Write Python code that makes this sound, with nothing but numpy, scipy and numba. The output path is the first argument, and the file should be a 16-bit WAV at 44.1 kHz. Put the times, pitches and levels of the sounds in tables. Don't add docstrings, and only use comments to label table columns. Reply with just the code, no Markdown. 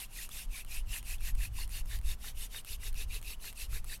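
import sys
import numpy as np
from scipy import signal
from scipy.fft import rfft, irfft
from scipy.io import wavfile
from scipy.ndimage import uniform_filter1d
from numba import njit

SR = 44100
rng = np.random.default_rng(int(sys.argv[2]) if len(sys.argv) > 2 else 0)


def wav_record(signal):
    frames = np.transpose(np.atleast_2d(signal))
    bounded = np.clip(frames, -1, 1)
    quanta = np.round(bounded * 32767).astype(np.int16)
    wavfile.write(sys.argv[1], SR, quanta)


N = 176400
T = np.arange(N) / SR

# spindle_pitch_hz, upper_pitch_hz (both before any bending of pitch)
STROKES = [(-0.118, 0.087, 0.67, 1.16, -43.5, -50, -55, -56, -61, 3030, 4250),
           (0.063, 0.295, 1, 0.94, -44, -51, -50, -56, -63, 2590, 3720),
           (0.283, 0.468, 0.55, 0.31, -43.5, -50.6, -52, -60, -63, 2700, 3570),
           (0.471, 0.648, 0.64, 0.94, -45, -47.5, -49.5, -56, -60.5, 2500, 3830),
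           (0.64, 0.837, 0.6, 1.16, -42.5, -45, -63, -54.5, -63.2, 2640, 4030),
           (0.83, 1.033, 0.65, 1.5, -40, -45.0, -60, -49.5, -57.5, 2690, 4150.0),
           (1.022, 1.178, 0.62, 0.69, -43.1, -47.5, -55, -53, -63, 2720, 4300),
           (1.163, 1.338, 0.77, 1.17, -43.5, -48, -51.5, -52.5, -60.7, 2490, 4260),
           (1.34, 1.501, 0.63, 0.99, -43.5, -48.5, -49, -52.5, -60.5, 2660, 4340),
           (1.488, 1.681, 0.7, 1.3, -44, -51, -47.5, -49.5, -60.5, 2690, 4400),
           (1.682, 1.828, 0.61, 0.44, -44, -49.3, -47.5, -55, -61.5, 2660, 4550),
           (1.826, 2.015, 0.61, 1.28, -45.5, -55, -47.5, -50, -58.5, 2800, 3700),
           (2.01, 2.166, 0.67, 0.87, -43.5, -52.5, -44, -53, -59, 2680, 3760),
           (2.168, 2.335, 0.79, 0.88, -46.0, -53.5, -46, -53.5, -60.5, 2940.0, 3780),
           (2.332, 2.488, 0.65, 0.81, -44, -50.8, -50.5, -57.9, -67.5, 2810, 3640),
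           (2.478, 2.626, 0.69, 0.75, -45, -53.5, -44.5, -55, -61, 2870.0, 3770),
           (2.634, 2.775, 0.77, 0.66, -43.5, -50.5, -51, -61.5, -70, 2750, 3670),
           (2.771, 2.921, 0.66, 1.0, -44.5, -50.5, -47, -57.5, -62, 2790, 3760),
           (2.923, 3.062, 0.77, 0.77, -44, -47.1, -48, -59, -62.5, 2550, 3840),
           (3.054, 3.221, 0.6, 1.25, -43.5, -47.8, -44.5, -55.6, -58.5, 2740, 4070),
           (3.213, 3.364, 0.63, 0.57, -45, -48, -48, -61.5, -65.5, 2590, 3900),
           (3.364, 3.546, 0.59, 1.32, -44.2, -51, -46, -55.4, -60, 2700, 4240),
           (3.529, 3.684, 0.61, 0.87, -44, -51, -48, -59.2, -65, 2610, 4190.0),
           (3.665, 3.824, 0.61, 1.1, -44.5, -50.9, -47.5, -51, -61.5, 2520, 3840),
           (3.81, 3.996, 0.67, 1.33, -44.5, -52.5, -46.5, -52.5, -62.5, 2530, 3920)]
# frequency_hz, level_db
SKIN_TONE = [(400, -12.5), (1200, -10), (2400, -1), (3300, -1.5), (4300, -5), (5600, -3), (7200, -2.5),
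             (8800, 0), (11500, 3.1), (12800, -0.5), (14300, -3.5), (16000, -12)]
# pitch_hz, width_hz, level_db
SPINDLE_RINGS = [(2560, 250, -7.5)]
UPPER_RINGS = [(3747, 140, -2.5), (4574, 350, -5)]
SOCKET_RINGS = [(1718, 200, -1.5), (2050, 220, -4)]
BOARD_RINGS = [(706, 170, -4.5), (1036, 240, -4), (1350, 240, -11)]
# time_s, gain_db
THRUM_GROWTH = [(0, -19), (2.1, -12.5), (2.8, -1.5), (4, -1)]
# time_s, level_db
GUSTS = [(0.0, -49.5), (0.43, -45), (0.48, -34), (0.59, -49), (0.89, -31), (0.95, -44), (1.36, -28),
         (1.75, -36.5), (2.09, -30), (2.23, -45), (2.37, -37.5), (2.67, -49.5), (2.71, -38), (3.1, -35),
         (3.53, -46.5), (3.74, -31), (3.98, -44.5), (4.0, -52)]
# frequency_hz, level_db
BREEZE_TONE = [(15, 3.5), (24, 1.5), (36, -6), (50, -6), (75, -21.5), (105, -19), (150, -38), (300, -51.5),
               (600, -77)]
HUSH_TONE = [(60, 9.5), (130, 11), (235, 9), (320, 0.5), (600, -0.5), (950, 0), (1600, -5), (3000, -10),
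             (6000, -13.5), (12000, -15.5), (16000, -20.5)]
# time_s, level_db, pitch_hz, width_hz
TIP_CATCHES = [(0.19, -44, 1970, 201), (.316, -48.5, 3510, 250), (.559, -47, 2510, 150),
               (0.945, -46, 2560, 121), (.964, -46, 1946, 200), (1.111, -46, 2650, 120),
               (1.14, -44.5, 2606, 120), (1.185, -58, 3420, 700), (1.289, -49.5, 1843, 248.6),
               (1.409, -49, 1820, 250), (1.454, -40, 2540, 150), (1.588, -48, 962, 120),
               (1.636, -48, 2780, 149), (1.913, -50, 1790, 300), (2.245, -50, 1370, 887),
               (2.547, -44.5, 1650, 1120), (2.563, -42, 3700, 150), (2.590, -46.5, 2897, 150),
               (2.732, -47, 4250, 300), (2.835, -48, 1764, 1070), (3.111, -47.5, 2470, 203),
               (3.444, -50, 1685, 1090), (3.731, -50, 1420, 300)]
# time_s, strength_db
SPINDLE_TICKS = [(.291, -31), (.648, -32.5), (.664, -45), (1.0286, -35), (1.183, -46), (1.2076, -37.5),
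                 (1.3504, -36), (1.354, -39.5), (1.6774, -37), (1.6931, -38), (1.8579, -38),
                 (1.9885, -32.5), (2.0138, -42), (2.6477, -31.5), (2.929, -37), (2.9438, -36), (3.215, -35),
                 (3.2277, -33), (3.5275, -35.5), (3.5324, -40), (3.8436, -33.5), (3.8485, -37),
                 (3.976, -46)]
# pitch_hz, width_hz, level_db
TICK_RINGS = [(1290, 360, -10.5), (2180, 600, -9), (3200, 520, -16.5), (4200, 360, -13), (6760, 520, -24),
              (9200, 1130, -3.5), (11700, 900, -22), (13100, 530, -14), (14000, 520, -24)]


def from_db(db):
    return 10 ** (np.asarray(db) / 20)


def rms_one(x):
    return x / np.sqrt(np.mean(x ** 2) + 1e-20)


def drift(rate_hz):
    r = np.exp(-2 * np.pi * rate_hz / SR)
    return rms_one(signal.lfilter([1], [1, -2 * r, r * r], rng.standard_normal(N + SR))[SR:])


def coloured(x, tone):
    hz, db = np.transpose(tone)
    freqs = np.maximum(np.arange(N // 2 + 1) * SR / N, 1)
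    gain = from_db(np.interp(np.log(freqs), np.log(hz), db))
    bass_cut = np.minimum(freqs / hz[0], 1) ** 2
    return rms_one(irfft(rfft(x) * gain * bass_cut, N))


@njit
def resonate(push, angle, fade):
    out, state = np.zeros(len(push)), 0j
    for i in range(len(push)):
        state = state * fade * np.exp(1j * angle[i]) + push[i]
        out[i] = state.real
    return out * (1 - fade)


def resonance(push, hz, width_hz):
    return resonate(push, 2 * np.pi * hz / SR * np.ones(N), np.exp(-np.pi * width_hz / SR))


def friction(rough_db, rough_hz, slips_per_s=14000, spread_db=2):
    slips = (rng.random(N) < slips_per_s / SR) * rng.choice([-1, 1], N)
    sizes = from_db(spread_db * np.minimum(rng.exponential(1, N), 4))
    clumps = from_db(rough_db * drift(rough_hz))
    return slips * sizes * clumps


def stroke_speeds(smooth_s=.013):
    rows = []
    for start, stop, speed_up_share, sharpness, *_ in STROKES:
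        fastest_s = start + np.clip(speed_up_share, .45, .68) * (stop - start)
        progress = np.interp(T, [start, fastest_s, stop], [0, .5, 1])
        rows.append(np.abs(np.sin(np.pi * progress)) ** max(sharpness, .5))
    return np.abs(uniform_filter1d(np.array(rows), size=int(smooth_s * SR), axis=1))


def swell(speeds, levels_db, power):
    return from_db(levels_db) @ speeds ** power


def palm_hiss(wander_share=.022, flicker_db=4.5):
    hollows = 0
    for hz in np.geomspace(3800, 13500, num=26):
        hollow = resonance(rng.standard_normal(N), hz * (1 + wander_share * drift(11.8)), width_hz=190)
        hollows = hollows + from_db(flicker_db * drift(22)) * hollow
    rubbing = rms_one(friction(rough_db=1.36, rough_hz=100))
    return coloured(rubbing + .84 * rms_one(hollows), SKIN_TONE)


def rubbed_wood(rings, bend, rough_db, rough_hz=130, flicker_db=2):
    out = 0
    for hz, width_hz, db in rings:
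        level = from_db(db + flicker_db * drift(28))
        out = out + level * resonance(friction(rough_db, rough_hz), hz * bend, width_hz)
    pitches = [hz * bend for hz, _, _ in rings]
    band_hz = [.87 * min(map(np.min, pitches)), 1.1 * max(map(np.max, pitches))]
    return rms_one(signal.sosfilt(signal.butter(2, band_hz, "band", fs=SR, output="sos"), out))


def drilling(spindle_sag=.21, socket_sag=.45, climb_per_s=.24, grip_wander=.04):
    start, stop, _, _, *levels_db, spindle_hz, upper_hz = np.transpose(STROKES)
    palm_db, spindle_db, upper_db, socket_db, board_db = levels_db
    speeds = stroke_speeds()
    slowness = 1 - speeds.max(axis=0)
    stroke = np.searchsorted(stop[:-1], T)
    climb = climb_per_s * (T - (start + stop)[stroke] / 2)
    bend = 1 + spindle_sag * slowness ** 2 + climb + grip_wander * drift(19.4)
    spindle = rubbed_wood([(spindle_hz[stroke], 150, 0), *SPINDLE_RINGS], bend, rough_db=2.5)
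    upper = rubbed_wood([(upper_hz[stroke], 140, 0), *UPPER_RINGS], bend=.98, rough_db=3.5)
    socket = rubbed_wood(SOCKET_RINGS, bend=1 + socket_sag * slowness, rough_db=4)
    board = rubbed_wood(BOARD_RINGS, bend=1, rough_db=5, rough_hz=125)
    thrum = rubbed_wood([(445, 190, 0)], bend=.96, rough_db=4, rough_hz=100)
    thrum *= from_db(np.interp(T, *np.transpose(THRUM_GROWTH)))
    creep = from_db(palm_db.mean()) * .12 ** 2.32
    return ((swell(speeds, palm_db - 2, power=2.32) + creep) * palm_hiss()
            + swell(speeds, spindle_db - 3.5, power=1.74) * spindle
            + swell(speeds, upper_db - 5, power=4.45) * upper
            + swell(speeds, socket_db - 2.5, power=4.5) * socket
            + swell(speeds, board_db - 4.5, power=3.7) * board
            + swell(speeds, board_db, power=7) * thrum)


def breeze_rumble():
    strength = from_db(np.interp(T, *np.transpose(GUSTS)))
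    return strength * coloured(rng.standard_normal(N), BREEZE_TONE)


def distant_hush(level_db=-62):
    return from_db(level_db) * coloured(rng.standard_normal(N), HUSH_TONE)


def catches(half_length_s=.0032):
    out = 0
    for time_s, db, hz, width_hz in TIP_CATCHES:
        stray_phase = np.cumsum(rng.standard_normal(N)) * np.sqrt(np.pi * width_hz / SR)
        smoothing = signal.butter(2, width_hz, fs=SR, output="sos")
        scatter = signal.sosfilt(smoothing, np.exp(1j * stray_phase))
        chirp = rms_one((scatter * np.exp(2j * np.pi * hz * T)).real)
        burst = np.exp(-((T - time_s) / half_length_s) ** 2)
        out = out + from_db(db) * burst * chirp
    return out


def ticks(fade_s=.0012, gain_db=4.5):
    force = sum(from_db(db + gain_db) * (T >= time_s) * np.exp(-np.abs(T - time_s) / fade_s)
                for time_s, db in SPINDLE_TICKS)
    crunch = force * rng.choice([-1, 1], N)
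    return 2 * sum(from_db(db) * resonance(crunch, hz, width_hz) for hz, width_hz, db in TICK_RINGS)


def scene():
    return (drilling() + catches() + ticks() + breeze_rumble() + distant_hush())[None]


def record(dry):
    return signal.sosfilt(signal.ellip(12, .1, 80, 16100, fs=SR, output="sos"), dry)


dry = scene()
out = record(dry)
wav_record(out)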